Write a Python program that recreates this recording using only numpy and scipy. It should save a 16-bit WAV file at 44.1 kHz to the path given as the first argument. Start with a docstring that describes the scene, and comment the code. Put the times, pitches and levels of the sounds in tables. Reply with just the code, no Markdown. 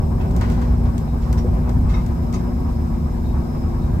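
"""Inside a bus rolling slowly through a bend. From the start, deep road rumble and tyre roar lie under
the hum of the engine, with hissing air, a faint high whine and buzzing trim. In the first two seconds
the body rocks on the uneven road: the cabin booms twice, loose fittings tick, panels chatter and the
bodywork gives one dull knock. A last jingle and squeal follow. Out of the bend, the hollow ring of the
side panels fades, a seat frame taps softly and a thin whistle swells twice."""
import sys
import numpy as np
from scipy import signal
from scipy.fft import rfft, irfft
from scipy.io import wavfile
from scipy.ndimage import uniform_filter1d

SR = 44100
rng = np.random.default_rng(int(sys.argv[2]) if len(sys.argv) > 2 else 0)


def to_wav(s):
    """Save 16-bit WAV."""
    ch = np.atleast_2d(s).T  # columns
    pcm = np.round(np.clip(ch, -1, 1) * 32767)  # PCM
    wavfile.write(sys.argv[1], SR, pcm.astype(np.int16))


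N = 176400
T = np.arange(N) / SR
HZ = np.fft.rfftfreq(N, 1 / SR)

# Road bed faders: time_s, rumble_db, drone_db, roar_db
ROAD_FADERS = [(0.0, -13.5, -14.5, -46), (0.02, -18, -25, -37.5), (0.34, -17, -20.5, -34.5),
               (0.87, -17, -24.5, -36), (1.09, -30, -23.5, -37.5), (1.15, -17.5, -27.5, -38.5),
               (1.61, -16, -22, -35), (1.7, -38, -30, -33), (1.76, -9, -19, -38.5), (1.82, -11, -23, -35),
               (2.04, -21, -25.5, -37.5), (3.38, -17.5, -28.5, -38), (3.45, -26.5, -29.5, -37),
               (4.0, -16.5, -23, -37)]
# Tone of the suspension rumble, body drone and tyre roar: frequency_hz, gain_db
RUMBLE_EQ = [(15, -36), (21, -47), (26, -18), (33, -5.5), (42, 4), (51, 0), (60, 4.5), (72, 4.5), (84, -1),
             (100, -7.5), (140, -22.5), (300, -84)]
DRONE_EQ = [(50, -9), (95, 0), (112, 1.5), (128, -2), (148, 2.5), (170, -2), (205, -5), (245, -6.5),
            (265, -8), (290, -17.5), (340, -22), (600, -67)]
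ROAR_EQ = [(150, -2.5), (305, 1), (370, 5), (430, 0.5), (560, -3), (720, -2), (1000, -5), (1200, -10.5),
           (1400, -18), (1550, -14.5), (1800, -24), (2300, -23), (2900, -29.5), (5000, -46)]
# Engine under the floor: time_s, crank_speed_hz, fader_db
ENGINE_RUN = [(0, 28.44, -33), (.3, 29.06, -30.5), (.55, 29.99, -30.5), (.8, 29.84, -28.5),
              (.97, 28.92, -30.5), (1.17, 29.06, -34), (1.38, 29.01, -26.5), (1.55, 29.95, -29.5),
              (1.76, 30.37, -29.5), (1.93, 29.14, -32.5), (2.06, 29.36, -28), (2.18, 28.38, -30),
              (2.38, 29.93, -29), (2.68, 29.44, -30.5), (2.92, 28, -30.5), (3.14, 28.54, -32.5),
              (3.45, 28.3, -30.5), (4, 28.39, -32)]
# Engine and belt-driven tones: crank_multiple, early_db, late_db, pan_left_db, left_lead_rad
ENGINE_ORDERS = [(.885, -28, -6, -1, 0.039), (1.78, -16, 1.5, 2, 0.028), (2.49, -1, 1.5, -0.3, 0.02),
                 (2.87, 1.5, -2.5, 2.5, 0.04), (3.85, -2, -3.5, 6, 0.029), (5.08, -11, -4.5, -2, 0.048),
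                 (5.93, -6.5, -1.5, -1.5, 0.17), (8, 0.45, 0, 5.5, 0.12), (8.8, -11, -2.5, -1, 0.25),
                 (12, -20, -10, 14, 0.7)]
# Swells of the cabin boom, hollow side panels and air whistle: time_s, fader_db
BOOM_FADER = [(0, -38), (.22, -32), (.36, -20), (.8, -18.2), (1.03, -28), (1.2, -21), (1.58, -18.2),
              (1.9, -27), (2.2, -38), (4, -42)]
HOLLOW_FADER = [(0, -35.5), (.45, -36.5), (1.0, -42), (1.4, -37.5), (2.1, -48.5), (4, -59)]
WHISTLE_FADER = [(0, -63), (2, -67), (2.45, -58), (2.7, -61.5), (3.05, -63), (3.35, -64), (3.55, -56.5),
                 (3.8, -63), (4, -70)]
# Tone of the side panels, chattering panels, ticks and air hiss: frequency_hz, gain_db
HOLLOW_EQ = [(280, -27), (350, -7.5), (385, -0.5), (425, -17.5), (465, -12), (560, -10), (800, -22),
             (1300, -56)]
PANEL_EQ = [(300, -46), (900, 6), (2100, -6.5), (3000, -2), (5000, -4.5), (6800, -5), (9000, -15),
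            (15000, -24)]
TICK_EQ = [(600, -36), (2000, 0.5), (4500, -0.5), (6500, 0.5), (8200, -1), (10000, -11.5), (12500, -5),
           (15500, -17)]
HISS_EQ = [(800, 0.5), (2500, -3), (4200, 2), (5600, -1.5), (7500, -1.5), (8600, -9), (9600, 0),
           (10500, -12), (11800, 3), (13000, -7), (15500, -12)]

# Rattle cues: start_s, level_db, rise_s, fall_s, tilt_db_per_octave
PANEL_CHATTER = [(.198, -41.5, 0.015, 0.031, -5.5), (.407, -30, 0.0069, 0.046, -5.5),
                 (.44, -41.5, 0.072, 0.13, -2.5), (.612, -37.5, 0.0082, 0.042, -6),
                 (.85, -40, 0.0063, 0.031, -5.5), (1.215, -46, 0.0082, 0.087, -1),
                 (1.328, -36, 0.0028, 0.027, -12), (1.37, -40.5, .012, 0.021, 0.5),
                 (1.885, -43.5, 0.014, 0.12, -0.5), (2.326, -42, 0.016, 0.033, 3)]
METAL_JINGLES = [(1.375, -44.5, 0.0086, 0.02, 20), (1.890, -39, 0.0058, 0.047, -2.5),
                 (1.938, -33, 0.0051, 0.019, 2), (1.965, -32.5, 0.007, 0.031, -8),
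                 (2.328, -37, 0.016, 0.037, -3)]
CLIP_SQUEALS = [(2.335, -41, 0.0082, 0.018, -1.5)]
COVER_CLACKS = [(.409, -40, .003, .018, 0), (.424, -40, .004, .03, -3)]
JOINT_CREAKS = [(.198, -47, .014, .03, 0)]
# Cues with one envelope shape per part: start_s, fader_db
FITTING_TICKS = [(0.3092, -38.5), (0.3633, -30), (0.411, -34.5), (0.4997, -33.5), (0.5181, -39),
                 (0.615, -38), (0.9793, -31.5), (1.3273, -29.5), (1.693, -34), (2.0627, -36.5),
                 (2.3267, -36)]
SEAL_SQUEAKS = [(1.06, -59), (3.235, -54.5), (3.8, -57)]
SEAT_TAPS = [(2.458, -43), (2.658, -40), (2.938, -39.5), (3.058, -38), (3.696, -40.5), (3.858, -40)]
# Resonances of the loose parts: pitch_hz, width_hz, gain_db
PANEL_RESONANCES = [(1470, 66, 12), (1920, 410, 8.5), (4770, 200, 3.5), (6400, 250, -3)]
METAL_RESONANCES = [(990, 160, 1), (1220, 130, 6), (2115, 130, 1.5), (2585, 90, -.5), (3750, 200, -5),
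                    (5560, 300, -8.5)]
CLIP_RESONANCES = [(4840, 110, -5), (5750, 200, -5), (6460, 130, 0)]
COVER_RESONANCES = [(1570, 160, 1), (1820, 210, -4), (2220, 150, -3)]
JOINT_RESONANCES = [(2580, 160, 0), (3250, 260, -8)]
SEAL_RESONANCES = [(3780, 64, 1), (4150, 130, -7)]
SEAT_RESONANCES = [(950, 220, 5), (1220, 130, 2), (2031.7, 500, -18)]
TRIM_RESONANCES = [(747, 43, -49), (962, 164, -48), (1114, 47, -51.5), (1268, 180, -54.5), (1590, 450, -56),
                   (2170, 620, -66)]
# Low modes of the knocked bodywork: pitch_hz, level_db, t60_s
BODY_MODES = [(361, -22, .12), (495, -19.5, .10), (560, -22.5, .05)]
# Narrow bands of air whine: pitch_hz, width_hz, level_db, pan_left_db, growth_db_per_s
WHINE_BANDS = [(3810, 280, -74.5, -4, 1.5), (5245, 130, -63.5, 0, -1), (6170, 110, -74.5, -5, 1),
               (7350, 200, -74.5, 3, 1), (8015, 75, -67.5, 5, -0.6)]

# How alike the left and right microphones sound: frequency_hz, likeness_0_to_1
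STEREO_LIKENESS = [(40, .998), (130, .97), (260, .93), (340, .3), (560, .3), (660, .5), (880, .1),
                   (1120, .5), (1250, .3), (1450, .88), (2100, .55), (3000, .2), (7700, .15), (8600, .88),
                   (16000, .88)]
# Phase between the microphones: frequency_hz, left_lead_rad
STEREO_LEAD = [(60, 0), (130, .05), (500, .3), (650, -.8), (1000, -.6), (1130, -3.6), (1750, -4.4),
               (2200, -6.3), (3000, -9), (8800, -6.3), (9300, -6), (9900, -3.2), (10900, -3), (11500, 0),
               (12700, 0), (13500, 3.1), (14400, 3.2), (15200, 6.2)]
# Balance between the microphones: frequency_hz, pan_left_db
STEREO_BALANCE = [(60, -0.5), (150, 1), (240, 2), (320, -2), (430, -3), (700, 1.8), (2000, 2.5), (4000, 0),
                  (6000, -5), (7500, 3.5), (9000, -0.5)]


def road():
    """Rumble through the suspension, drone of the body, and tyre roar fluttering with the surface."""
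    rumble = compress(noise(RUMBLE_EQ), window_s=0.064, amount=0.24) * amp(curve(ROAD_FADERS) - 4)
    drone = compress(noise(DRONE_EQ), window_s=0.065, amount=0.99)
    drone *= amp(curve(ROAD_FADERS, column=2) - 0.5)
    roar = noise(ROAR_EQ) * amp(curve(ROAD_FADERS, column=3) + 2.5 + 1.33 * wander(rate_hz=21.5))
    return rumble + drone + roar


def engine():
    """Engine and belt-driven parts hum in wavering tones at multiples of the crankshaft speed."""
    waver_rad, waver_db = 0.29, 0.32
    crank_angle = 2 * np.pi * np.cumsum(curve(ENGINE_RUN)) / SR
    crossfade = np.interp(T, (1.17, 3.2), [0, 1])  # from the early balance of tones to the late one
    hum = np.zeros((2, N))
    for multiple, early_db, late_db, pan_db, lead_rad in ENGINE_ORDERS:
        phase = multiple * crank_angle + waver_rad * wander(rate_hz=7.1) + rng.uniform(0, 2 * np.pi)
        level = amp(early_db + (late_db - early_db) * crossfade + waver_db * wander(rate_hz=4.7))
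        hum += pan(pan_db) * level * np.sin(phase - np.array([[0], [lead_rad]]))
    return np.sqrt(2) * hum * amp(curve(ENGINE_RUN, column=2) - 0.5)


def cabin_boom():
    """The lowest air resonance of the cabin swells while the body rocks."""
    pitch_hz, drift_rad = 57.1, 0.29
    phase = 2 * np.pi * pitch_hz * T + drift_rad * wander(rate_hz=1.9)
    return np.sqrt(2) * np.sin(phase) * amp(curve(BOOM_FADER) + 0.5 + 0.61 * wander(rate_hz=21))


def body_knock():
    """One soft blow rings a few low modes of the bodywork."""
    start_s, rise_s = 1.443, 0.004
    age = np.maximum(T - start_s, 0)
    ring = sum(amp(db - 60 * age / t60) * np.sin(2 * np.pi * hz * age) for hz, db, t60 in BODY_MODES)
    return np.minimum(age / rise_s, 1) * ring


def panel_chatter():
    """Loose panels shake with a broad, dry sound."""
    boost_db = sum(db / rolloff(hz, width) for hz, width, db in PANEL_RESONANCES)
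    return bursts(PANEL_CHATTER, spectrum(PANEL_EQ) + boost_db)


def fitting_ticks():
    """A loose fitting makes sharp contacts, each with a short spray of cabin reflections."""
    rise_s, fall_s, tail_s, tail_db = 0.001, 0.0022, 0.024, -12
    envelope = np.zeros(N)
    for start, db in FITTING_TICKS:
        age = np.maximum(T - start, 0)
        decay = np.exp(-age / fall_s) + amp(tail_db) * np.exp(-age / tail_s)
        envelope += amp(db - 3.5) * np.minimum(age / rise_s, 1) * decay
    return mic_stereo(envelope * rng.standard_normal((2, N)), spectrum(TICK_EQ))


def small_parts():
    """As the body twists, metal, a slipping clip, a plastic cover, a joint, a seal and a seat ring."""
    squeak_shape, tap_shape = (0.025, 0.057, 0), (0.003, 0.015, 0)  # rise_s, fall_s, no tilt
    squeaks = [(start, db, *squeak_shape) for start, db in SEAL_SQUEAKS]
    taps = [(start, db, *tap_shape) for start, db in SEAT_TAPS]
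    return (rattle(METAL_JINGLES, METAL_RESONANCES) + rattle(CLIP_SQUEALS, CLIP_RESONANCES)
            + rattle(COVER_CLACKS, COVER_RESONANCES) + rattle(JOINT_CREAKS, JOINT_RESONANCES)
            + rattle(squeaks, SEAL_RESONANCES) + rattle(taps, SEAT_RESONANCES))


def hollow_panels():
    """Road noise rings the side panels in the low mids, fading out of the bend."""
    return noise(HOLLOW_EQ) * amp(curve(HOLLOW_FADER))


def trim_buzz():
    """Pieces of trim buzz in brief, uneven spurts, partly shaken together; their travel is limited."""
    shared_db = 6 * wander(rate_hz=20)
    buzz = np.zeros((2, N))
    for hz, width, db in TRIM_RESONANCES:
        spurt_db = np.minimum(shared_db + 9.5 * wander(rate_hz=20), 7)
        buzz += unit(noise_band(hz, width) * amp(spurt_db)) * amp(db)
    return buzz


def air():
    """Air hisses softly, with a fuzzy whine and one thin whistle that swells out of the bend."""
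    hiss = noise(HISS_EQ) * amp(-55 + 0.5 * wander(rate_hz=11))
    whine = sum(noise_band(hz, width) * pan(pan_db) * amp(db + growth * T)
                for hz, width, db, pan_db, growth in WHINE_BANDS)
    whistle = compress(noise_band(hz=5130, width_hz=110), window_s=0.031, amount=0.65)
    return hiss + whine + whistle * pan(-1.5) * amp(curve(WHISTLE_FADER))


def rattle(cues, resonances):
    """Bursts of contacts ring a small part in a few narrow resonances."""
    gain = sum(amp(db) / rolloff(hz, width) for hz, width, db in resonances)
    return bursts(cues, 20 * np.log10(gain + 1e-6))


def bursts(cues, eq_db):
    """Tiny contacts in a wash of noise swell and die away, coloured by the part they shake."""
    contacts_per_s, wash_gain = 500, 3.3
    octaves = np.log2(np.maximum(HZ, 1000) / 1000)  # the tilt acts above 1 kHz
    out = np.zeros((2, N))
    for start, db, rise, fall, tilt in cues:
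        contacts = unit((rng.random(N) < contacts_per_s / SR) * rng.standard_normal((2, N)))
        drive = unit(contacts + wash_gain * rng.standard_normal((2, N)))
        envelope = np.clip((T - start) / rise, 0, 1) * np.exp(-np.maximum(T - start - rise, 0) / fall)
        out += amp(db) * mic_stereo(drive * envelope, eq_db + tilt * octaves)
    return out


def mic_stereo(drive, eq_db):
    """Colours two unrelated signals and blends them into the microphone pair's stereo image."""
    left, other = rfft(drive)
    likeness = np.clip(spectrum(STEREO_LIKENESS), 0, 1)
    right = (likeness * left + np.sqrt(1 - likeness ** 2) * other) * np.exp(-1j * spectrum(STEREO_LEAD))
    side = amp(spectrum(STEREO_BALANCE) / 2)
    return irfft(np.array([left * side, right / side]) * unit(amp(eq_db)), N)


def noise(eq):
    """Steady stereo noise shaped by an EQ table."""
    return unit(mic_stereo(rng.standard_normal((2, N)), spectrum(eq)))


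def noise_band(hz, width_hz):
    """Stereo noise in one resonance."""
    return unit(irfft(rfft(rng.standard_normal((2, N))) / rolloff(hz, width_hz), N))


def rolloff(hz, width_hz):
    """Divisor that carves a bell: 1 at the centre, 2 half a width away."""
    return 1 + (2 * (HZ - hz) / width_hz) ** 2


def compress(x, window_s, amount):
    """Evens out the chance swells of a narrow noise."""
    power = uniform_filter1d((x ** 2).mean(0), max(int(window_s * SR), 2))
    return unit(x / (abs(power) + 1e-6) ** (np.clip(amount, 0, 1) / 2))


def wander(rate_hz):
    """Random modulation of rms 1, rolling off above the given rate."""
    return unit(irfft(rfft(rng.standard_normal(N)) * (HZ > 0) / (1 + (HZ / rate_hz) ** 4), N))


def spectrum(points):
    """Draws a table across a log frequency axis."""
    hz, value = np.transpose(points)
    return np.interp(np.log(HZ + 1), np.log(hz), value)


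def curve(rows, column=1):
    """Draws one column of a table over time."""
    rows = np.array(rows)
    return np.interp(T, rows[:, 0], rows[:, column])


def pan(db):
    """Left and right gains; positive leans left."""
    return amp(np.array([[db], [-db]]) / 2)


def amp(db):
    """Decibels to gain."""
    return 10 ** (np.asarray(db) / 20)


def unit(x):
    """Scales to rms 1."""
    return x / np.sqrt(np.mean(x ** 2) + 1e-20)


def scene():
    """The full mix, heard from a seat in the cabin."""
    bed = engine() + cabin_boom() + road() + hollow_panels() + air()
    return bed + fitting_ticks() + panel_chatter() + small_parts() + body_knock() + trim_buzz()


def record(dry):
    """A steep high cut takes off the very top."""
    high_cut = signal.firwin(511, 15900, window=("kaiser", 9), fs=SR)
    return signal.oaconvolve(dry, high_cut[None], "same")


dry = scene()
out = record(dry)
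to_wav(out)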